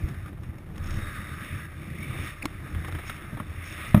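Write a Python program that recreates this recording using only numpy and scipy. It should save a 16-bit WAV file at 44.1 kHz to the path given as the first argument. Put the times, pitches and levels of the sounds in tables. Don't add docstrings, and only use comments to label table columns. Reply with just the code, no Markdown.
import sys
import numpy as np
from scipy import signal
from scipy.fft import rfft, irfft, next_fast_len
from scipy.io import wavfile
from scipy.ndimage import uniform_filter1d, map_coordinates

SR = 44100
rng = np.random.default_rng(int(sys.argv[2]) if len(sys.argv) > 2 else 0)


def generate_wav(sig):
    pcm = np.round(np.clip(np.atleast_2d(sig).T, -1, 1) * 32767).astype(np.int16)
    wavfile.write(sys.argv[1], SR, pcm)


N = 176400
T = np.arange(N) / SR

# t/s, level/dB
RUSH_LEVELS = [
    [(0.0, -49.5), (0.222, -54.5), (0.284, -49.5), (0.304, -62), (0.418, -66), (0.432, -57), (0.72, -66)],
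    [(0.79, -52.5), (0.844, -48), (1.054, -44), (1.064, -42), (1.224, -43), (1.234, -45.5), (1.3, -43)],
    [(1.33, -44.5), (1.336, -41.5), (1.362, -46), (1.44, -42.5), (1.654, -47), (1.682, -54), (1.76, -53)],
    [(1.8, -50), (1.95, -49.5), (2.038, -44), (2.064, -45.5), (2.282, -40), (2.362, -50), (2.41, -50)],
    [(2.63, -50.5), (2.664, -49), (2.872, -47.5), (2.882, -44.5), (2.908, -50), (2.92, -47), (3.08, -45.5)],
    [(3.13, -44.5), (3.242, -48.5), (3.408, -50), (3.436, -53), (3.718, -43), (3.846, -39), (3.93, -44.5)],
]
# t/s, f/Hz
RUSH_PEAK = [(0, 1780), (.8, 1770), (1.35, 1640), (1.48, 2100), (1.64, 1780), (1.82, 2090), (2.2, 2430),
             (2.4, 1930), (2.8, 1730), (3.1, 2160), (3.38, 1620), (3.7, 2230), (4, 2270)]
# f/Hz, level/dB
RUSH_COLOUR = [(150, -20.5), (450, -17), (600, -1), (730, -19), (900, -15), (1080, -1.5), (1230, 6.5),
               (1420, -3), (1700, -1.5), (2300, -2.5), (2800, -7.5), (3250, -12.5), (3620, -4), (4050, -18),
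               (4400, -19), (5100, -21.5), (5480, -10), (5800, -34)]
# t/s, length/s, f/Hz, glide/(Hz per s), level/dB
WHISTLES = [(1.616, 0.12, 1680, -600, -49), (2.025, 0.04, 2250, 1503, -43), (0.995, 0.17, 3730, 0, -55),
            (1.265, 0.14, 3700, 0, -57.5)]

# t/s, level/dB
SWAY_LEVELS = [(0.0, -48), (0.17, -55), (0.71, -46), (0.98, -33), (1.0, -41), (1.88, -57), (2.3, -49),
               (3.86, -54), (3.9, -41.5)]
# t/s, deep level/dB, upper level/dB
RUMBLE_LEVELS = [(0.0, -43, -41.5), (0.05, -22.5, -39.5), (0.09, -44.5, -36.5), (0.24, -28, -48.5),
                 (0.28, -45, -40), (0.36, -35.5, -48), (0.41, -42, -43), (0.51, -37, -46), (0.56, -45, -43),
                 (0.84, -36, -42), (0.93, -32.5, -40.5), (0.95, -35, -35), (1.13, -39.5, -43),
                 (1.49, -44.5, -41), (1.53, -33, -40.5), (1.68, -41.5, -45.5), (1.78, -37.5, -41),
                 (2.12, -41.5, -37.5), (2.21, -35.5, -36.5), (2.42, -41, -56), (2.45, -46, -43),
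                 (2.57, -34, -44.5), (2.68, -43, -39), (2.75, -31, -42.5), (2.91, -38, -44),
                 (2.96, -32, -39.5), (3.01, -40, -48), (3.3, -45.5, -44), (3.34, -37.5, -39),
                 (3.55, -39, -49), (3.85, -40.5, -44), (3.89, -37, -41)]
# f/Hz, level/dB
SWAY_COLOUR = [(8, -18), (25, 8), (40, 2), (70, -15), (200, -58)]
DEEP_COLOUR = [(10, -51), (35, -20), (50, -6.5), (65, -13), (83, 2.5), (105, -11.5), (150, -13), (400, -75)]
UPPER_COLOUR = [(60, -30), (100, -4), (128, 2), (165, -2.5), (205, -3.5), (260, -13.5), (320, -8.5),
                (410, -19.5), (600, -23), (900, -35.5), (2000, -48)]
# t/s, length/s, f/Hz, level/dB
SWIRLS = [(0.044, 0.012, 78, -17), (0.506, 0.033, 79.6, -29), (.81, 0.018, 78, -26),
          (0.968, 0.015, 84.5, -23), (1.033, .014, 89, -26), (1.917, 0.015, 125, -28),
          (2.103, .012, 118, -24.5), (2.766, 0.073, 82, -30.5), (2.952, 0.033, 86, -28),
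          (3.345, .025, 117, -29.5)]

# t/s, level/dB
FLUTTER_LEVELS = [(0, -51), (.56, -53.5), (.92, -46), (1.3, -52), (1.55, -54), (1.8, -53.5), (2.08, -55.5),
                  (2.17, -42.5), (2.3, -54.5), (2.55, -52), (2.85, -46), (3.0, -47.5), (3.3, -50),
                  (3.5, -50), (3.9, -49)]
# t/s, body level/dB, crisp edge level/dB, t60/s
FLICKS = [(0.084, -34, -53, .025), (0.1434, -39, -43, 0.023), (.26, -44, -43, .025),
          (.432, -46.5, -51, 0.069), (.583, -47, -48, .02), (.758, -43, -43, 0.019),
          (2.748, -37, -40.5, 0.039), (2.847, -30.5, -37, 0.032), (2.882, -33.5, -48, 0.048),
          (2.924, -47, -34, 0.023), (2.95, -43, -37, 0.047), (2.986, -37.5, -38, 0.042),
          (3.0966, -31.5, -28, 0.029), (3.371, -42.5, -58, 0.086), (3.396, -37.5, -56, 0.03)]
# t/s, length/s, level/dB
SCRAPES = [(0.089, 0.0041, -48), (0.41, .005, -60), (0.436, .01, -57), (.585, .005, -58),
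           (0.763, 0.0037, -52.5), (.781, 0.0034, -46), (0.842, 0.0054, -45.5), (0.867, 0.018, -50.5),
           (0.909, 0.0054, -43), (0.918, 0.048, -52.5), (0.966, 0.064, -54), (2.252, 0.089, -54),
           (2.852, .005, -49.5), (2.882, 0.011, -49.5), (3.086, 0.045, -47.5), (3.16, .03, -57.5),
           (3.693, 0.072, -50), (3.893, .005, -49)]
# f/Hz, level/dB
CLOTH_COLOUR = [(100, -60), (300, 18), (450, 3), (620, 5), (800, 4.5), (920, 1.5), (1230, 5.5),
                (1500, -1.5), (2100, -0.5), (3000, -10), (3650, -12), (4200, -27.5), (5500, -29.5),
                (5900, -60)]
EDGE_COLOUR = [(600, -25), (1100, -12), (1300, 6.5), (1900, 3.5), (2400, 0), (3200, -5.5), (3700, -4),
               (4400, -21.5), (5500, -22), (5900, -25)]
SCRAPE_COLOUR = [(500, -12), (1500, 10), (2800, 4.5), (3650, 2.5), (4300, -8.5), (5000, -3.5), (5480, 9.5),
                 (5900, -9)]

# t/s, length/s, middle f/Hz, level/dB
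SQUEAKS = [(2.4242, .003, 2100, -34), (2.4285, .0045, 2450, -29)]
# t/s, length/s, level/dB
TUG = (2.445, 0.0179, -33.5)
# t/s, level/dB
SNAPS = [(2.4551, -12)]
# f/Hz, level/dB, t60/s
SNAP_TONES = [(306, -8.5, 0.046), (560, -10, 0.011), (1100, -9, 0.017), (1370, -10, 0.016),
              (2180, -11, 0.02)]
# f/Hz, level/dB
TUG_COLOUR = [(120, -25), (250, -1), (320, 3), (420, -8), (600, -7), (900, -18), (2000, -40)]
SNAP_COLOUR = [(200, 5.5), (1200, 0), (2300, -10), (3000, -9), (4000, -4.5), (4700, -18), (5500, -7.5),
               (5900, -30)]

# t/s, level/dB, contact noise level/dB (relative to its knock)
KNOCKS = [(3.33, -27, -25), (3.372, -33.5, -1.5), (3.4009, -25.5, -3.5), (3.945, -3, -12),
          (3.9637, -20, -8), (3.974, -12.5, -17)]
# f/Hz, level/dB, t60/s
HELMET_TONES = [(82, -40, 0.17), (112, -7.5, 0.13), (158, 9, 0.036), (202.6, -6.5, 0.14), (312, -19, 0.13),
                (607, -13, 0.051), (920, -20.5, 0.061), (1259, -19, 0.051)]
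# f/Hz, level/dB
KNOCK_COLOUR = [(100, 7), (420, -8.5), (600, 3), (770, -5), (920, 0), (1230, 2), (1500, -12), (1800, -4),
                (2400, -12), (3000, -18.5), (3800, -18), (4300, -39), (5900, -32)]


def amp(db):
    return 10 ** (np.asarray(db) / 20)


def unit(x):
    return x / np.sqrt(np.mean(x ** 2) + 1e-20)


def curves(rows):
    times, *columns = np.transpose(rows)
    return [np.interp(T, times, column) for column in columns]


def wobble(rate):
    return map_coordinates(rng.standard_normal(2000), [T * rate], mode="wrap")


def filtered(x, response):
    size = next_fast_len(N + 8192)
    return irfft(rfft(x, size) * response(np.fft.rfftfreq(size, 1 / SR)), size)[:N]


def noise(colour):
    points_hz, db = np.transpose(colour)
    white = rng.standard_normal(N)
    return unit(filtered(white, lambda hz: amp(np.interp(np.log(hz + 1), np.log(points_hz), db))))


def swell(at, length):
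    return np.exp(-2 * ((T - at) / length) ** 2)


def decay(at, t60, rise_s):
    age = np.maximum(T - at, 0)
    return np.exp(-np.log(1000) * age / t60) * (1 - np.exp(-age / rise_s))


def ring(at, tones, rise_s):
    return sum(amp(db) * decay(at, t60, rise_s) * np.sin(2 * np.pi * hz * (at - T))
               for hz, db, t60 in tones)


def rushing_air(patchy_db, gust_db, grain_db, peak_db=8, peak_octaves=0.37, gain_db=1):
    hz, times, spectrum = signal.stft(noise(RUSH_COLOUR), SR, nperseg=512)
    centre_hz = np.interp(times, *np.transpose(RUSH_PEAK))
    peak = np.exp(-.5 * (np.log2((hz[:, None] + 1) / centre_hz) / peak_octaves) ** 2)
    specks = rng.standard_normal(spectrum.shape)
    patches = unit(uniform_filter1d(uniform_filter1d(specks, 5, 0), 12, 1))
    _, hiss = signal.istft(spectrum * amp(peak_db * peak + patchy_db * patches), nperseg=512)
    level_db, = curves(np.concatenate(RUSH_LEVELS))
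    return unit(hiss[:N]) * amp(gain_db + level_db + gust_db * wobble(24.94) + grain_db * wobble(300))


def singing_lines(width_hz):
    out = np.zeros(N)
    for at, length, hz, glide, db in WHISTLES:
        phase = 2 * np.pi * (T - at) * (hz + glide * (T - at) / 2)
        whistle = wobble(width_hz) * np.sin(phase) + wobble(width_hz) * np.cos(phase)
        out += amp(db) * swell(at, length) * whistle
    return out


def wind_on_case(lump_db, sway_gain_db=-1, deep_gain_db=-1.5, upper_gain_db=-0.5):
    sway_db, = curves(SWAY_LEVELS)
    deep_db, upper_db = curves(RUMBLE_LEVELS)
    sway = noise(SWAY_COLOUR) * amp(sway_gain_db + sway_db)
    deep = noise(DEEP_COLOUR) * amp(deep_gain_db + deep_db + lump_db * wobble(20))
    upper = noise(UPPER_COLOUR) * amp(upper_gain_db + upper_db + lump_db * wobble(40))
    booms = sum(amp(db) * swell(at, length) * np.sin(2 * np.pi * hz * (T - at))
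                for at, length, hz, db in SWIRLS)
    return sway + deep + upper + booms


def cloth(flap_db, grain_db, flutter_gain_db=-2, flick_rise_s=0.0004):
    flick_body = sum(amp(db) * decay(at, t60, flick_rise_s) for at, db, _, t60 in FLICKS)
    flick_edge = sum(amp(db) * decay(at, t60, flick_rise_s) for at, _, db, t60 in FLICKS)
    scrapes = sum(amp(db) * swell(at, length) for at, length, db in SCRAPES)
    flutter_db, = curves(FLUTTER_LEVELS)
    flutter = amp(flutter_gain_db + flutter_db) * unit(amp(flap_db * wobble(90)))
    grains = unit(amp(grain_db * wobble(700)))
    fabric = noise(CLOTH_COLOUR) * (grains * flutter + flick_body)
    return fabric + noise(EDGE_COLOUR) * flick_edge + noise(SCRAPE_COLOUR) * grains * scrapes


def strap(crack_db, crack_t60, overtone_db, fall_octaves_per_s=55):
    at, length, db = TUG
    out = amp(db) * swell(at, length) * noise(TUG_COLOUR)
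    for at, length, hz, db in SQUEAKS:
        pitch = hz * 2 ** (-fall_octaves_per_s * np.clip(T - at, -length, length))
        phase = 2 * np.pi * np.cumsum(pitch) / SR
        out += amp(db) * swell(at, length) * (np.sin(phase) + amp(overtone_db) * np.sin(2 * phase))
    crack_noise = noise(SNAP_COLOUR)
    for at, db in SNAPS:
        crack = amp(crack_db) * crack_noise * decay(at, crack_t60, rise_s=0.00028)
        out += amp(db) * (ring(at, SNAP_TONES, rise_s=0.00044) + crack)
    return out


def helmet_knocks(contact_t60):
    contact_noise = noise(KNOCK_COLOUR)
    out = np.zeros(N)
    for at, db, contact_db in KNOCKS:
        contact = amp(contact_db) * contact_noise * decay(at, contact_t60, rise_s=0.00033)
        out += amp(db) * (ring(at, HELMET_TONES, rise_s=0.0029) + contact)
    return out


def scene():
    air = rushing_air(patchy_db=1.3, gust_db=.5, grain_db=0.78)
    air += singing_lines(width_hz=130)
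    air += wind_on_case(lump_db=1.0)
    gear = cloth(flap_db=2.5, grain_db=3.5)
    gear += strap(crack_db=-5.5, crack_t60=0.016, overtone_db=-18.5)
    gear += helmet_knocks(contact_t60=0.04)
    return (air + gear)[None]


def record(dry):
    hold_hz, band_hz, top_hz = 12000, 5850, 15400
    base = filtered(dry[0], lambda hz: 1 / np.sqrt(1 + (hz / band_hz) ** 120) * (hz < hold_hz / 2))
    slope = filtered(base, lambda hz: 1j * hz)
    shifted = 2 * np.cos(2 * np.pi * hold_hz * T) * slope
    mirror = filtered(shifted, lambda hz: 1 / (1j * np.maximum(hz, hold_hz / 2)))
    limited = np.clip(base + mirror, -1, 1)
    return filtered(limited, lambda hz: hz < top_hz)[None]


dry = scene()
out = record(dry)
generate_wav(out)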